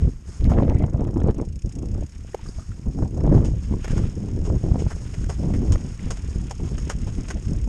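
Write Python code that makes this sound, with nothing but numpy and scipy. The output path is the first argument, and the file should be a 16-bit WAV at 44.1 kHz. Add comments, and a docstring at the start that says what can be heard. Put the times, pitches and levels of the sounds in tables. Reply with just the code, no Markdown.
"""Gusts buffet a microphone port on a rider's chest while mountain bikes are wheeled up a stony moor track.
A freewheel ticks, tyres crunch loose stones, boots land on gravel; snaps, clunks, pings and a scrape are sparse.
Wind is banded noise with eddies, plus single pressure pulses. Stones are random clicks, coloured or ringing.
Tyres, freewheel and boots pass through the resonances of the microphone housing."""
import sys
import numpy as np
from scipy import signal
from scipy.fft import rfft, irfft, next_fast_len
from scipy.io import wavfile
from scipy.ndimage import uniform_filter1d

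SR = 44100
rng = np.random.default_rng(int(sys.argv[2]) if len(sys.argv) > 2 else 0)


def transcribe(u):
    """Save the signal u as a 16-bit wav file named by the first command-line argument.

    u: samples, shape (n,) or (channels, n), limited to [-1, 1]; the rate is SR.
    q: integer samples, one column per channel.
    """
    v = np.clip(np.atleast_2d(u).T, -1, 1)
    q = np.round(v * 32767).astype(np.int16)
    wavfile.write(sys.argv[1], SR, q)


N = 338688

# Gusts at the port. Each row: start in seconds, time until the fall in seconds, rumble level in dB,
# edge (extra treble) in dB.
GUSTS = [(-0.03, 0.11, -14.5, -2), (0.135, 0.015, -30, -19), (0.275, 0.017, -25, -6.5),
         (0.392, 0.085, -11.5, -5.5), (0.472, .25, -18, 6), (0.733, 0.11, -21.5, 9),
         (0.861, 0.04, -28, 4.5), (0.919, 0.19, -26.5, 9), (1.126, 0.088, -22.5, 9),
         (1.217, 0.085, -20.5, 8), (1.343, 0.08, -24, 7), (1.46, 0.11, -28, -13.5),
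         (1.639, 0.025, -15.5, -6), (1.733, 0.3, -28, 0.5), (2.136, 0.09, -40.5, -11.5),
         (2.429, 0.058, -23.5, -6), (2.551, 0.036, -28, -8.5), (2.681, 0.02, -24.5, -14.5),
         (2.852, 0.049, -20, 1), (2.947, 0.11, -20.5, 0.5), (3.122, 0.21, -32, 10),
         (3.229, 0.055, -15.5, 4.5), (3.292, 0.077, -16.5, 13), (3.378, 0.14, -24, 8.5),
         (3.672, 0.071, -22.5, 4.5), (3.889, 0.19, -23.5, 1), (4.172, 0.39, -29, 4), (4.468, 0.094, -22, 0),
         (4.618, 0.25, -25, 7), (5.172, 0.12, -22.5, -7), (5.374, 0.29, -24.5, 0.5),
         (5.676, 0.092, -16.5, -4.5), (5.84, 0.061, -32.5, 3.5), (6.018, 0.083, -24, -8),
         (6.225, 0.08, -28.5, -11), (6.349, 0.032, -18.5, -1.5), (6.587, 0.07, -25.5, 0),
         (6.7, 0.052, -22.5, -1), (6.777, 0.1, -28, -10.5), (6.929, 0.17, -24, -3),
         (7.15, 0.057, -28.5, -3.5), (7.336, 0.032, -22.5, -3), (7.468, 0.25, -25, -7.5)]
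# Breeze between the gusts. Each row: time in seconds, rumble level in dB.
CALM = [(0, -37.5), (2.8, -38.5), (3.3, -24.5), (5.0, -29.5), (7.68, -31.5)]
# Wind spectrum before the edge. Each row: frequency in Hz, relative density in dB.
WIND_SPECTRUM = [(14, 3), (25, 2), (60, 4.5), (110, 0), (220, -7.5), (450, -21), (900, -40), (1800, -63.5),
                 (3000, -74.5), (4500, -85)]
GUST_RISE_S, GUST_FALL_S, CALM_EDGE_DB = 0.019, 0.016, -6
PUSH_SKEW = 0.066  # share of squared churn: pushes taller than pulls

# Strong single eddies. Each row: time in seconds, push level in dB, tear level in dB.
THUMPS = [(0.072, -6, -26), (0.476, -13, -20), (0.518, -16, -4.5), (0.598, -20, -7), (0.704, -23, -10),
          (0.75, -3, -12), (0.835, -5.5, -21), (0.942, -7, -15), (1.238, -8.5, -20), (1.294, -6.5, -25),
          (3.022, -7.5, -13), (4.037, -9, -29.5), (4.499, -11.5, -14), (4.559, -9, -24), (4.713, -3, -16),
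          (4.743, -12, -18.5), (4.864, -10, -15), (6.406, -16, -50)]
# Ragged tear on a thump. Each row: frequency in Hz, relative density in dB.
TEAR_SPECTRUM = [(250, 10), (600, 6.5), (1000, -1.5), (1800, -19.5), (3000, -32), (5000, -66)]
THUMP_S, TEAR_T60_S = 0.01154, 0.024

# Boots, knocked stones and, near 0.49 s, a rough burst of wind. Each row: time in seconds,
# crack level in dB, knock level in dB, crunch t60 in seconds, knock pitch in Hz.
STEPS = [(0.45, -46, -11.5, 0.05, 2600), (0.491, -39, -13, 0.13, 880), (2.346, -39, -4, 0.012, 690),
         (3.336, -40.5, -25, 0.2, 885), (3.44, -32.5, -24, 0.16, 2540), (3.843, -29, -5.5, 0.039, 1700),
         (3.878, -29, -8, 0.021, 2000), (3.904, -34, -18, 0.093, 1520), (3.967, -33, -16.5, 0.091, 1200),
         (4.445, -35, -22.5, 0.15, 1000), (4.785, -34.5, -25, 0.18, 2400), (4.902, -37, -14.5, 0.092, 1420),
         (5.136, -38, -18, 0.074, 2160), (5.242, -32, -15, 0.018, 1700), (5.292, -31, -10.5, 0.075, 786),
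         (5.535, -39, -17.5, 0.068, 1890), (5.7192, -23, -14, 0.076, 1020),
         (5.7571, -48, -9.5, 0.014, 1460), (6.103, -25, -13.5, 0.076, 1270), (6.171, -34, -22, 0.036, 1350),
         (6.5072, -27.5, -10, 0.046, 700), (6.779, -30.5, -17.5, 0.049, 1730),
         (6.894, -24, -8, 0.079, 1330), (7.067, -39, -22.5, 0.1, 880), (7.278, -32.5, -20, 0.11, 1780),
         (7.3026, -28, -9.5, 0.046, 1650)]
# Cracking part of a step. Each row: frequency in Hz, gain in dB.
CRACK_SPECTRUM = [(800, -8), (1600, -20.5), (3000, 4), (4200, -10), (6000, -1), (9000, -3), (11000, -29),
                  (12500, -50)]
# Knocking part of a step. Each row: frequency in Hz, gain in dB.
KNOCK_SPECTRUM = [(180, -40), (380, 1.5), (650, -3.5), (1000, -11), (1400, -13.5), (2200, -17),
                  (3500, -38.5)]
SOLID_T60_S = 0.021  # the opening click has knock level at this t60, more at shorter ones
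KNOCK_WIDTH, KNOCK_RING_DB = 0.51, 8.5  # width as a share of pitch; ring gain before colouring

# Turning of the freewheel. Each row: time in seconds, teeth passed as a running count.
WHEEL_TURN = [(.7458, 0), (.935, 5), (1.1428, 11), (1.2347, 14), (1.341, 17), (1.524, 22), (1.8536, 32),
              (2.006, 37), (2.3206, 48), (2.4667, 53), (2.7137, 62), (2.9337, 71), (3.1073, 77),
              (3.204, 80), (3.4405, 88), (3.5533, 92), (3.8082, 102), (4.4387, 126), (7.1246, 224),
              (7.67, 244)]
# Nearness of the freewheel. Each row: time in seconds, tick level in dB.
TICK_LEVEL = [(.75, -33), (1.0, -35), (1.3, -32), (1.75, -27), (2.3, -35), (2.85, -39), (3.1, -33),
              (3.5, -35.5), (4.5, -34.5), (7.68, -28.5)]
# Pawl on tooth. Each row: frequency in Hz, gain in dB.
PAWL_SPECTRUM = [(900, -68.5), (1600, -20.5), (2600, -8.5), (4200, -22.5), (5500, -12), (8500, -11),
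                 (10500, -22.5), (13500, -73.5)]
TICK_SPREAD_DB, TICK_JITTER_S = 1, 0.0019  # standard deviations

# Tyres on loose stones. Each row: time in seconds, fine grit level in dB, coarse stone level in dB.
ROLL = [(0, -44.5, -57), (.2, -50.5, -65), (.5, -46, -51.5), (.94, -56, -71.5), (1.6, -53.5, -65),
        (2.4, -49, -58), (2.9, -50, -64), (3.55, -49, -62.5), (3.94, -40.5, -48.5), (4.2, -47, -60),
        (4.9, -43.5, -56), (6.1, -42.5, -53), (6.45, -44.5, -56), (6.8, -44, -54.5), (7.68, -46, -56.5)]
# Fine grit. Each row: frequency in Hz, gain in dB.
GRIT_SPECTRUM = [(1500, -5.5), (3000, -24), (4200, -16), (5500, -12), (8500, -11.5), (10500, -21),
                 (12500, -41.5)]
# A tyre brushes through grass. Each row: start in seconds, time until the fall in seconds, level in dB.
GRASS_SWISHES = [(0.238, 0.14, -42), (2.44, 0.19, -42.5)]
SWISH_EDGE_S, COARSE_TOP_HZ = 0.029, 3310

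# Lone sharp snaps close to the port. Each row: time in seconds, level in dB.
SNAPS = [(0.41, -31), (0.4431, -23.5), (0.698, -23.5), (0.795, -33), (2.3461, -24)]
SNAP_T60_S, SNAP_TOP_HZ = 0.005, 5270

# Hollow clunks of single stones or the frame. Each row: time in seconds, level in dB, pitch in Hz.
CLUNKS = [(2.333, -39, 1860), (2.392, -37.5, 900), (2.461, -37.5, 1220), (2.585, -35.5, 656),
          (2.595, -36, 1220), (2.623, -42, 1280), (2.718, -40.5, 1370), (4.037, -35, 1300),
          (5.994, -34, 2060), (6.601, -36.5, 900)]
CLUNK_T60_CYCLES = 28

# Tiny metallic pings. Each row: time in seconds, level in dB, pitch in Hz.
PINGS = [(2.4862, -37, 4840), (3.2041, -41, 5300), (3.3503, -37, 5180)]
PING_T60_S = 0.029

# Narrow scraping hiss. Each row: start in seconds, time until the fall in seconds, level in dB.
SCRAPES = [(0.662, 0.12, -53)]
SCRAPE_HZ, SCRAPE_WIDTH_HZ = 2070, 220

# Cavities around the port. 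Each row: resonance in Hz, width in Hz, gain in dB.
HOUSING_MODES = [(5277, 610, 8), (6540, 243, 11.5)]
CAPSULE_HISS_DB = -75.0
CEILING = .58  # full scale = 1
STOP_HZ = 14500  # 60 dB down from here up


def wind():
    """Turbulent pressure at the port: eddies modulate each band, and each gust's edge lifts or cuts the treble."""
    calm = from_db(in_time(CALM)[0])
    strength, weighted_edge = calm, calm * CALM_EDGE_DB
    for start_s, hold_s, db, gust_edge_db in GUSTS:
        blow = from_db(db) * swell(start_s, hold_s, GUST_RISE_S, GUST_FALL_S)
        strength = strength + blow
        weighted_edge = weighted_edge + blow * gust_edge_db
    edge_db = weighted_edge / strength
    lumps, flutter, total = drift(4.7), drift(94.0), 0
    for hz, band in bands(grit(300, 2.2, hiss=0.89), 17.45, count=17):
        height = max(np.log(hz / 85) / np.log(5.0), 0)  # 0 up to 85 Hz, 1 at 425 Hz
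        shared_db = (0.98 + 2.1 * height) * lumps + 3.53 * height * flutter
        own_db = (1.98 + 1.4 * height) * drift(33.3)
        band_db = at_hz(WIND_SPECTRUM, hz) + height * edge_db + shared_db + own_db
        total = total + from_db(band_db) * band
    churn = rms_one(total)
    power = churn ** 2
    return strength * (churn + PUSH_SKEW * (power - uniform_filter1d(power, size=2000)))


def thumps():
    """Each eddy is one push and pull of pressure, with a ragged tear that reaches into the mids."""
    s, push_db, tear_db = np.transpose(THUMPS)
    at = (s * SR).astype(int)
    pushes, tears = np.zeros((2, N))
    pushes[at] = from_db(push_db)
    tears[at] = from_db(tear_db)
    turn = np.linspace(0, 1, int(THUMP_S * SR))
    pulse = np.sin(2 * np.pi * turn) * np.sin(np.pi * turn)
    push = signal.fftconvolve(pushes, pulse)[:N]
    tear_level = signal.fftconvolve(tears, burst(TEAR_T60_S, rise_s=0.003))[:N]
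    return push + tear_level * rms_one(coloured(rng.standard_normal(N), TEAR_SPECTRUM))


def boots_and_burst():
    """Stones crack underfoot and knock at their own pitch; one rough burst of wind is made the same way."""
    crack_level, knocks = np.zeros((2, N + SR))
    cracks = np.pad(grit(4000, 3.9, hiss=0.55), (0, SR))
    for s, crack_db, knock_db, t60_s, hz in STEPS:
        crunch = burst(t60_s, rise_s=0.097 * t60_s)  # longer ones build more slowly
        first = round(s * SR)
        at = slice(first, first + len(crunch))
        crack_level[at] += from_db(crack_db) * crunch
        blow = from_db(knock_db) * burst(t60_s, rise_s=0.098 * t60_s) * cracks[at]
        blow[0] = from_db(knock_db) * (SOLID_T60_S / t60_s) ** 2
        ring = from_db(KNOCK_RING_DB) * resonance(blow, hz, KNOCK_WIDTH * hz)
        knocks[at] += blow + ring
    crunches = coloured((crack_level * cracks)[:N], CRACK_SPECTRUM)
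    return crunches + coloured(knocks[:N], KNOCK_SPECTRUM)


def freewheel():
    """Each pawl snaps over a tooth: a short rattle of hiss."""
    s, teeth = np.transpose(WHEEL_TURN)
    tooth = np.arange(int(teeth[-1]) + 1)
    time_chance, level_chance = rng.standard_normal((2, len(tooth)))
    tick_s = np.interp(tooth, teeth, s) + TICK_JITTER_S * time_chance
    at = (tick_s * SR).astype(int)
    clicks = np.zeros(N)
    clicks[at] = from_db(in_time(TICK_LEVEL)[0][at] + TICK_SPREAD_DB * level_chance)
    level = signal.fftconvolve(clicks, burst(0.031, rise_s=0.0015))[:N]
    return coloured(level * grit(7100, 1.0, hiss=0.25), PAWL_SPECTRUM)


def tyres():
    """Dense grit shifts in clumps, louder through grass; coarse stones sound lower and sparser."""
    fine_db, coarse_db = in_time(ROLL)
    grass = sum(from_db(db) * swell(start_s, hold_s, SWISH_EDGE_S, SWISH_EDGE_S)
                for start_s, hold_s, db in GRASS_SWISHES)
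    fine = coloured(grit(2500, 1.4, hiss=0.58) * from_db(2 * drift(15)), GRIT_SPECTRUM)
    coarse = knocked(grit(1200, 2.3, hiss=1.7) * from_db(2.8 * drift(26.0)))
    low_pass = signal.butter(4, COARSE_TOP_HZ, fs=SR, output="sos")
    coarse = signal.sosfilt(low_pass, coarse)
    return np.hypot(from_db(fine_db), grass) * fine + from_db(coarse_db) * coarse


def knocked(x):
    """Larger stones: each sample of x goes at random to one of a dozen short rings; rms 1."""
    dealt = rng.integers(0, 12, N)
    pitches_hz = np.geomspace(700, 3400, 12)
    return rms_one(sum(resonance(x * (dealt == k), hz, 0.26 * hz) for k, hz in enumerate(pitches_hz)))


def snaps():
    """Very short noise cracks with the top rolled off, as of a buckle or strap against the housing."""
    out = np.zeros(N)
    for s, db in SNAPS:
        crack = from_db(db) * burst(SNAP_T60_S, rise_s=.0001)
        out[round(s * SR):][:len(crack)] += crack * rng.choice([-1, 1], len(crack))
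    return signal.sosfilt(signal.butter(2, SNAP_TOP_HZ, fs=SR, output="sos"), out)


def clunks():
    """Each is a decaying tone roughened by noise around the same pitch."""
    out = np.zeros(N)
    for s, db, hz in CLUNKS:
        fall = burst(CLUNK_T60_CYCLES / hz, rise_s=0.00053)
        tone = np.sin(2 * np.pi * hz * np.arange(len(fall)) / SR)
        rough = 0.51 * resonance(3.4 * rng.standard_normal(len(fall)), hz, 0.45 * hz)
        out[round(s * SR):][:len(fall)] += from_db(db) * fall * (tone + rough)
    return out


def pings():
    """Short pure rings, as of a spoke or cable flicked by grit."""
    out, fall = np.zeros(N), burst(PING_T60_S, rise_s=0.00081)
    for s, db, hz in PINGS:
        tone = np.sin(2 * np.pi * hz * np.arange(len(fall)) / SR)
        out[round(s * SR):][:len(fall)] += from_db(db) * fall * tone
    return out


def scrapes():
    """Uneven grit through two resonances at one pitch, narrow then wider."""
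    level = sum(from_db(db) * swell(start_s, hold_s, 0.0048, 0.081) for start_s, hold_s, db in SCRAPES)
    rub = grit(1500, 3.1, hiss=0.37) * from_db(7.4 * drift(25))
    narrow = resonance(rub, SCRAPE_HZ, SCRAPE_WIDTH_HZ)
    return level * rms_one(resonance(narrow, SCRAPE_HZ, 3 * SCRAPE_WIDTH_HZ))


def housing(x):
    """Cavities around the port add their resonances; the capsule adds a faint hiss."""
    rung = x + sum(from_db(db) * resonance(x, hz, width_hz) for hz, width_hz, db in HOUSING_MODES)
    return rung + from_db(CAPSULE_HISS_DB) * rng.standard_normal(N)


def grit(per_s, spread_db, hiss):
    """Random clicks of uneven size plus hiss (rms relative to the clicks); total rms 1."""
    sizes = from_db(spread_db * np.minimum(rng.exponential(1, N), 5)) * rng.choice([-1, 1], N)
    clicks = sizes * (rng.random(N) < per_s / SR)
    return rms_one(rms_one(clicks) + hiss * rng.standard_normal(N))


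def drift(corner_hz):
    """Slow random curve of rms 1: noise through two equal poles, computed every 20 samples."""
    r = np.exp(-2 * np.pi * corner_hz * 20 / SR)
    noise = rng.standard_normal(N // 20 + 2002)
    slow = signal.lfilter([1], [1, -2 * r, r * r], noise)[2000:]  # drop the settling
    return np.interp(np.arange(N) / 20, np.arange(len(slow)), rms_one(slow))


def burst(t60_s, rise_s):
    """Envelope of one contact, 0.25 s long: quick rise, exponential fall."""
    t = np.arange(int(.25 * SR)) / SR
    return (1 - np.exp(-t / rise_s)) * from_db(-60 * t / np.maximum(t60_s, .005))


def swell(start_s, hold_s, rise_s, fall_s):
    """Envelope that rises towards 1, then dies away from hold_s after the start."""
    t = np.arange(N) / SR - start_s
    rise = 1 - np.exp(-np.maximum(t, 0) / rise_s)
    return rise * np.exp(-np.maximum(t - hold_s, 0) / fall_s)


def resonance(x, hz, width_hz):
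    """A two-pole peak of about unit gain."""
    r = np.exp(-np.pi * width_hz / SR)
    zeros = [(1 - r * r) / 2, 0, (r * r - 1) / 2]
    poles = [1, -2 * r * np.cos(2 * np.pi * hz / SR), r * r]
    return signal.lfilter(zeros, poles, x)


def bands(x, first_hz, count):
    """Yield centre and signal of overlapping half-octave bands that sum to x between the end centres."""
    size = next_fast_len(N + SR // 2)
    spectrum = rfft(x, size)
    steps = 2 * np.log2(np.fft.rfftfreq(size, 1 / SR) / first_hz + 1e-9)
    for k in range(count):
        weight = np.clip(1 - abs(steps - k), 0, 1)
        yield first_hz * 2 ** (k / 2), irfft(spectrum * weight, size)[:N]


def coloured(x, spectrum):
    """Filter x by a table of gains over frequency."""
    size = next_fast_len(N + SR // 2)
    gain = from_db(at_hz(spectrum, np.fft.rfftfreq(size, 1 / SR) + 1))  # + 1 avoids log(0)
    return irfft(rfft(x, size) * gain, size)[:N]


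def at_hz(points, hz):
    """Read a spectrum table on a log frequency axis."""
    table_hz, db = np.array(points).T
    return np.interp(np.log(hz), np.log(table_hz), db)


def in_time(rows):
    """Columns of a time table, interpolated to one value a sample."""
    s, *columns = np.transpose(rows)
    return [np.interp(np.arange(N) / SR, s, c) for c in columns]


def from_db(db):
    """Decibels to gain."""
    return 10 ** (np.asarray(db) / 20)


def rms_one(x):
    """Scale to rms 1."""
    return x / np.sqrt(np.mean(x ** 2) + 1e-20)


def scene():
    """Wind and small close sounds direct; bikes, boots and the rough burst through the housing."""
    at_port = wind() + thumps() + snaps() + clunks() + pings() + scrapes()
    housed = housing(boots_and_burst() + freewheel() + tyres())
    return (at_port + housed)[None]


def record(dry):
    """Round the peaks, then cut the top."""
    rounded = CEILING * np.tanh(dry / CEILING)
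    return signal.sosfilt(signal.cheby2(12, 60, STOP_HZ, fs=SR, output="sos"), rounded)


dry = scene()
out = record(dry)
transcribe(out)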